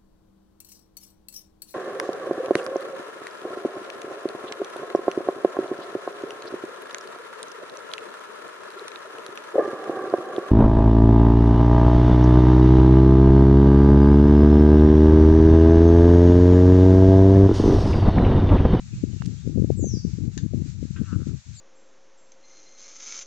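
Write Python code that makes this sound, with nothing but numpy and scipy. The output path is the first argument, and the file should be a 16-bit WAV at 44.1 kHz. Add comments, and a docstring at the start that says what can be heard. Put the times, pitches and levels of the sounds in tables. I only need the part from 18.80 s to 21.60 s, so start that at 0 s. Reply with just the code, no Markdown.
"""Wind and a whistle at a meadow edge

Wind buffets the left microphone port with rumble, flutter and thumping eddies. A small bird whistles
one thin falling note, echoed by the trees, and starts another. Close by come a few dry ticks, a twig
snapping and a short, slowing stick-slip creak, over a faint hiss of leaves and far twittering."""
import sys
import numpy as np
from scipy import signal
from scipy.fft import rfft, irfft, next_fast_len
from scipy.io import wavfile
from scipy.ndimage import uniform_filter1d, map_coordinates

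SR = 44100
rng = np.random.default_rng(int(sys.argv[2]) if len(sys.argv) > 2 else 0)


def inscribe(sig):
    """Save sig as 16-bit PCM at rate SR to the path in sys.argv[1].

    A 1-D sig is mono; a 2-D sig holds one channel per row.
    Samples are clipped to [-1, 1] before scaling.
    """
    pcm = np.round(np.clip(np.atleast_2d(sig).T, -1, 1) * 32767)
    wavfile.write(sys.argv[1], SR, pcm.astype(np.int16))


N = 123479
TIME = np.arange(N) / SR


def amp(db):
    """Decibels to gain."""
    return 10 ** (np.asarray(db) / 20)


def unit(x):
    """Scale to rms 1."""
    return x / np.sqrt(np.mean(x ** 2) + 1e-20)


def pan(db):
    """Stereo gains that put the left side db above the right."""
    return amp(np.array([[db], [-db]]) / 2)


def curves(rows, start=0):
    """Breakpoints to one curve for each column after the time."""
    times, *columns = np.transpose(rows)
    return [np.interp(TIME - start, times, column) for column in columns]


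def during(rows, start=0):
    """A gate, open from the first breakpoint to the last."""
    return (TIME - start >= rows[0][0]) & (TIME - start <= rows[-1][0])


def wobble(rate):
    """A smooth random curve, rate knots a second."""
    return map_coordinates(rng.standard_normal(1024), [TIME * rate], mode="wrap")


def noise(colour):
    """Two unrelated noises of rms 1, shaped by (Hz, dB) points."""
    size = next_fast_len(N + 8192)
    hz, db = np.transpose(colour)
    gain = amp(np.interp(np.log(np.fft.rfftfreq(size, 1 / SR) + 1), np.log(hz + 1), db))
    white = rng.standard_normal((2, size))
    return unit(irfft(rfft(white) * gain, size)[:, :N])


def evened(x, window_s=0.035):
    """Noise with its chance swells flattened."""
    power = uniform_filter1d(x ** 2, int(window_s * SR), axis=-1)
    return x / np.sqrt(np.abs(power) + 0.022)


def kick(centre_s, hz, cycles):
    """One brief swing of pressure: a sine under a bell curve."""
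    turns = np.clip((TIME - centre_s) * hz, -20, 20)
    return np.sin(2 * np.pi * turns) * np.exp(-(turns / cycles) ** 2 / 2)


def echo(x, t60, rise_s=.0023):
    """A diffuse tail of scattered echoes, different on each side."""
    t = np.arange(SR) / SR
    tail = rng.standard_normal((2, SR)) * amp(-60 * t / t60) * (1 - np.exp(-t / rise_s))
    return signal.fftconvolve(np.atleast_2d(x), tail / np.linalg.norm(tail[0]), axes=1)[:, :N]


def distant_air():
    """A faint, low bed of far-off air."""
    return amp(-68) * noise([(30, -8.5), (100, -4), (300, -27), (700, -15), (1200, -17.5), (3000, -62)])


# The colour of the leaf hiss. Each row: frequency in Hz, relative level in dB.
LEAF_COLOUR = [(500, -43.5), (900, -16.5), (1400, -3.5), (2000, -4), (2400, -2), (3100, -5.5), (4000, -1),
               (5200, -2), (6500, 2), (7450, 0), (8400, -15), (9200, -31), (12500, -29), (15200, -33.5)]
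# Level of the background hiss, which ducks during the strongest gusts and then recovers. Each row: time in
# seconds, level in dB.
LEAF_LEVEL = [(0, -56), (.5, -54), (.82, -58), (1.1, -57), (1.45, -57.5), (1.8, -56.5), (2.25, -54),
              (2.5, -54.5), (2.8, -56)]


def leaves():
    """A wide hiss of leaves that ducks during the strongest gusts and then recovers."""
    mid, side = noise(LEAF_COLOUR)
    hiss = unit(np.array([mid + side, mid - side]))
    level_db, = curves(LEAF_LEVEL)
    return hiss * pan(2) * amp(level_db + 1.68 * wobble(25.37))


# A far songbird's phrase. Each row: time in seconds, pitch in Hz, level in dB.
TWITTER_PHRASE = [(0, 2600, -75), (.12, 2600, -69), (.29, 2950, -66), (.5, 2700, -70), (.6, 3650, -65),
                  (.68, 3700, -74)]


def far_twitter():
    """Quick wandering syllables from the wood, heard only as echo."""
    hz, db = curves(TWITTER_PHRASE)
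    hz = hz * np.exp(.05 * wobble(70))
    syllables = wobble(35) ** 2
    song = unit(syllables * np.sin(2 * np.pi * np.cumsum(hz) / SR))
    return echo(during(TWITTER_PHRASE) * amp(db) * song, t60=.3)


# Small taps. Each row: time in seconds, level in dB, pitch in Hz, left over right in dB.
TICK_HITS = [(0.4213, -32, 1214, -22.5), (0.4236, -34, 3800, -8.5), (0.449, -38, 5000, -10),
             (0.4583, -33, 4900, -13), (0.4622, -30, 5400, -16.5)]


def ticks():
    """Tiny dry contacts near the right port."""
    return sum(amp(db) * pan(side) * kick(at, hz, cycles=.32) for at, db, hz, side in TICK_HITS)


# The twig breaking. Each row: start in seconds, level in dB, left over right in dB.
TWIG_SNAPS = [(1.5769, -35, 10), (1.5862, -43.5, 0)]
# Its woody ring. Each row: frequency in Hz, relative level in dB, seconds to fade by 60 dB.
TWIG_MODES = [(1653, -7.5, 0.029), (1724, -5.5, 0.05), (1840, -9.5, 0.043), (3770, -5.5, 0.02),
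              (5750, -11, .018), (4660, 1, 0.0058), (6350, 10, 0.0075), (6900, -5.5, 0.02)]
# The colour of its crack. Each row: frequency in Hz, relative level in dB.
CRACK_COLOUR = [(500, -3), (1500, -6), (4000, 3.5), (6800, -3), (8000, -19.5), (10000, -26), (15000, -61)]


def twig(right_lag_s=0.00102, attack_s=0.000067, crack_t60=0.026):
    """Each snap is a crack with a short woody ring, reaching the left port first."""
    snaps = np.zeros((2, N))
    for start, db, side in TWIG_SNAPS:
        t = np.maximum(TIME - start - np.array([[0], [right_lag_s]]), 0)
        ring = sum(amp(level - 60 * t / t60) * np.sin(2 * np.pi * hz * t)
                   for hz, level, t60 in TWIG_MODES)
        crack = noise(CRACK_COLOUR) * amp(-60 * t / crack_t60)
        attack = 1 - np.exp(-t / attack_s)
        snaps += amp(db) * pan(side) * attack * (0.9 * ring + crack)
    snaps = signal.sosfilt(signal.butter(6, 8000, fs=SR, output="sos"), snaps)
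    return snaps + amp(-8) * echo(snaps, t60=0.26)


# The creak's gesture. Each row: time in seconds, slips a second, slip strength in dB.
CREAK_GESTURE = [(2.255, 197, -64), (2.285, 202, -40.5), (2.31, 180, -43.5), (2.328, 140, -36),
                 (2.355, 101, -44.5), (2.38, 110, -57), (2.41, 80, -45), (2.46, 64, -57), (2.51, 43, -45),
                 (2.525, 15.3, -72)]
# Its resonances. Each row: frequency in Hz, relative level in dB, swell in seconds,
# exponent on slip strength.
CREAK_RESONANCES = [(1360, -1, 0.0015, 1.1), (2790, -14.5, 0.0013, 2.5)]
# The rub that leads into the creak. Each row: time in seconds, level in dB.
SCUFF_SWELL = [(2.148, -82.5), (2.165, -48), (2.19, -57), (2.205, -70.5), (2.26, -58.5), (2.33, -77)]
# The colour of that rub. Each row: frequency in Hz, relative level in dB.
SCUFF_TONE = [(700, -45), (1050, -11), (1380, -1.5), (1700, -3), (2100, -15), (2600, -7), (3300, -14.5),
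              (6000, -47)]


def creak():
    """A scuff turns into slowing stick-slip pulses that ring two resonances, hard slips brighter."""
    rate, db = curves(CREAK_GESTURE)
    slip_count = np.floor(np.cumsum(rate * (1 + 0.05 * wobble(90))) / SR)
    strength = during(CREAK_GESTURE) * amp(db - db.max() + wobble(88))
    slips = np.diff(slip_count, prepend=0) * strength
    t = np.arange(SR // 20) / SR
    body = np.zeros(N)
    for hz, level, swell_s, exponent in CREAK_RESONANCES:
        envelope = (t / swell_s * np.exp(1 - t / swell_s)) ** 3
        ring = amp(level) * envelope * np.sin(2 * np.pi * hz * t)
        body += signal.fftconvolve(slips ** exponent, ring)[:N]
    scuff_db, = curves(SCUFF_SWELL)
    scuff = during(SCUFF_SWELL) * amp(scuff_db) * noise(SCUFF_TONE)[0]
    direct = amp(db.max()) * body + scuff
    return direct * pan(9) + amp(-4) * echo(direct, t60=0.1)


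def whistle(rows, start=0):
    """A pure, slightly wavering tone along a pitch and level curve."""
    hz, db = curves(rows, start)
    envelope = during(rows, start) * amp(db + wobble(120))
    wavering_hz = hz * (1 + .008 * wobble(150))
    return envelope * np.sin(2 * np.pi * np.cumsum(wavering_hz) / SR)


# The falling note. Each row: seconds into the note, pitch in Hz, relative level in dB.
FALLING_NOTE = [(0, 7950, -16), (.008, 7650, -3), (.025, 7170, -1), (.04, 6880, -1), (.06, 6570, 1),
                (.085, 6300, 3), (.115, 6050, 3), (.145, 5640, 2.5), (.175, 5100, -1), (.205, 4700, -4.5),
                (.226, 4480, -12), (.236, 4400, -30)]
# The bird's cues for that note. Each row: start in seconds, level in dB.
NOTE_CUES = [(0.964, -48), (2.747, -50)]
# A second bird's chip. Each row: time in seconds, pitch in Hz, level in dB.
CHIP_NOTE = [(2.756, 3700, -59), (2.766, 4280, -58), (2.776, 4620, -52), (2.782, 4670, -69),
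             (2.799, 4250, -60)]


def birds(upper_spacing_hz=3900):
    """Falling whistles and a small chip, smeared by near and far echoes, with faint tones above."""
    song = sum(amp(db) * whistle(FALLING_NOTE, start) for start, db in NOTE_CUES) + whistle(CHIP_NOTE)
    ground_and_trunk = amp(3.5) * echo(song, t60=.15, rise_s=.015)
    wood = amp(4) * echo(song, t60=.6, rise_s=.015)
    heard = song * pan(9) + pan(2.5) * (ground_and_trunk + wood)
    # Two frequency-shifted copies ride above the song, evenly spaced.
    shifts = sum(np.exp(2j * np.pi * k * upper_spacing_hz * TIME) / k ** 2 for k in (1, 2))
    upper_tones = (signal.hilbert(heard) * shifts).real
    return heard + amp(-36) * upper_tones


# Gusts at the exposed left port. Each row: time in seconds, level in dB.
EXPOSED_GUSTS = [(0, -34.5), (.1, -38), (.14, -24.5), (.2, -44.5), (.23, -25), (.37, -26.5), (.395, -42),
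                 (.44, -23), (.52, -26), (.63, -35.5), (.67, -22.5), (.73, -27.5), (.8, -14.5), (.83, -17),
                 (.87, -26.5), (.915, -16.5), (.94, -26.5), (1.04, -18.5), (1.09, -28.5), (1.14, -19.5),
                 (1.22, -34.5), (1.28, -23.5), (1.33, -33), (1.45, -21), (1.53, -32.5), (1.64, -24.5),
                 (1.69, -32), (1.75, -21.5), (1.84, -28), (1.93, -32), (2.04, -26.5), (2.09, -37),
                 (2.21, -21.5), (2.26, -32), (2.36, -22.5), (2.42, -25), (2.45, -36.5), (2.48, -23.5),
                 (2.55, -25.5), (2.6, -43.5), (2.64, -70), (2.67, -33), (2.73, -35), (2.8, -50)]
# Gusts at the sheltered right port. Each row: time in seconds, level in dB.
SHELTERED_GUSTS = [(0, -46.5), (.12, -45), (.18, -26.5), (.33, -63.5), (.43, -42.5), (.58, -87), (.73, -42),
                   (.85, -46.5), (1.48, -45.5), (1.7, -78), (2.28, -80), (2.44, -59.5), (2.62, -80)]
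# The colour of the deep rumble. Each row: frequency in Hz, relative level in dB.
RUMBLE_COLOUR = [(20, -34), (35, -19), (55, -5), (90, 0), (140, 0), (200, -10), (300, -32), (420, -52),
                 (2000, -120)]
# The colour of the brighter flutter. Each row: frequency in Hz, relative level in dB.
FLUTTER_COLOUR = [(120, -15), (200, 7), (320, 3), (480, -16.5), (650, -29), (900, -36.5), (2000, -100)]


def wind(strong_gust_db=-23, flutter_growth=2.3):
    """Rumble follows the gusts at each port; flutter grows faster and saturates in strong gusts."""
    gust_db = np.array(curves(EXPOSED_GUSTS) + curves(SHELTERED_GUSTS))
    rumble = evened(noise(RUMBLE_COLOUR)) * amp(gust_db + wobble(32.88))
    flutter_db = -32 + flutter_growth * np.minimum(gust_db - strong_gust_db, 0)
    flutter = evened(noise(FLUTTER_COLOUR)) * amp(flutter_db + 3.5 * wobble(70))
    return rumble + flutter


# Eddy hits. 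Each row: time in seconds, thump level in dB, thump pitch in Hz, front level in dB.
EDDY_HITS = [(.239, -7, 240, -24.5), (0.409, -14.5, 143, -40.5), (.475, -12, 173, -51),
             (0.676, -13.5, 207, -19.5), (0.697, -19.5, 232, -34.5), (0.761, -9, 196, -24),
             (.776, -12.5, 271, -24.5), (.784, -23, 202, -16), (0.799, -9.5, 200, -21),
             (0.823, -11, 197, -17), (0.846, -11.5, 253, -21.5), (0.9042, -6.5, 351, -19),
             (0.996, -34.5, 199, -19.5), (1.029, -15.5, 239, -29), (1.043, -18.5, 294, -20),
             (1.071, -16, 197, -23.5), (1.139, -20, 155, -18.5), (1.172, -14.5, 194, -28.5),
             (1.251, -9.5, 178, -21), (1.338, -13, 134, -43), (1.387, -18.5, 182, -26.5),
             (1.48, -12, 150.5, -34), (1.573, -19, 275, -45), (1.635, -10.5, 131, -57),
             (1.663, -15, 209, -35.5), (1.737, -23, 280, -25), (1.746, -12, 186, -28),
             (1.788, -18, 131, -54), (1.821, -15, 195, -33), (1.861, -21.5, 210, -44),
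             (1.899, -19, 123.5, -42), (2.029, -17.5, 226.5, -27), (2.054, -19.5, 212, -35),
             (2.109, -17.5, 142, -33), (2.217, -10.5, 192, -29), (2.33, -17, 208, -30.5),
             (2.364, -11, 135, -45), (2.42, -20.5, 190, -30), (2.471, -16, 228, -33)]


def eddies():
    """Single eddies strike the exposed port, each a low thump with a steep, higher-pitched front."""
    thumps = np.zeros(N)
    for at, db, hz, front_db in EDDY_HITS:
        front_hz = 414 * (hz / 220) ** 0.78
        thumps += amp(db) * kick(at, hz, cycles=.5) + amp(front_db) * kick(at, front_hz, cycles=.6)
    return thumps * amp([[0], [-36]])


def scene():
    """The stereo mix at the two ports."""
    return (wind() + eddies() + leaves() + distant_air()
            + birds() + far_twitter() + ticks() + twig() + creak())


def record(dry, low_cut_hz=45, top_hz=15500):
    """The recorder cuts the deepest rumble, dulls the top octave and keeps nothing above top_hz."""
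    size = next_fast_len(N + 8192)
    hz = np.fft.rfftfreq(size, 1 / SR)
    low_cut = hz ** 2 / np.hypot(hz ** 2, low_cut_hz ** 2)
    high_shelf = amp(np.interp(hz, [7800, 10000], [0, -3]))
    return irfft(rfft(dry, size) * low_cut * high_shelf * (hz < top_hz), size)[:, :N]


dry = scene()
out = record(dry)
inscribe(out)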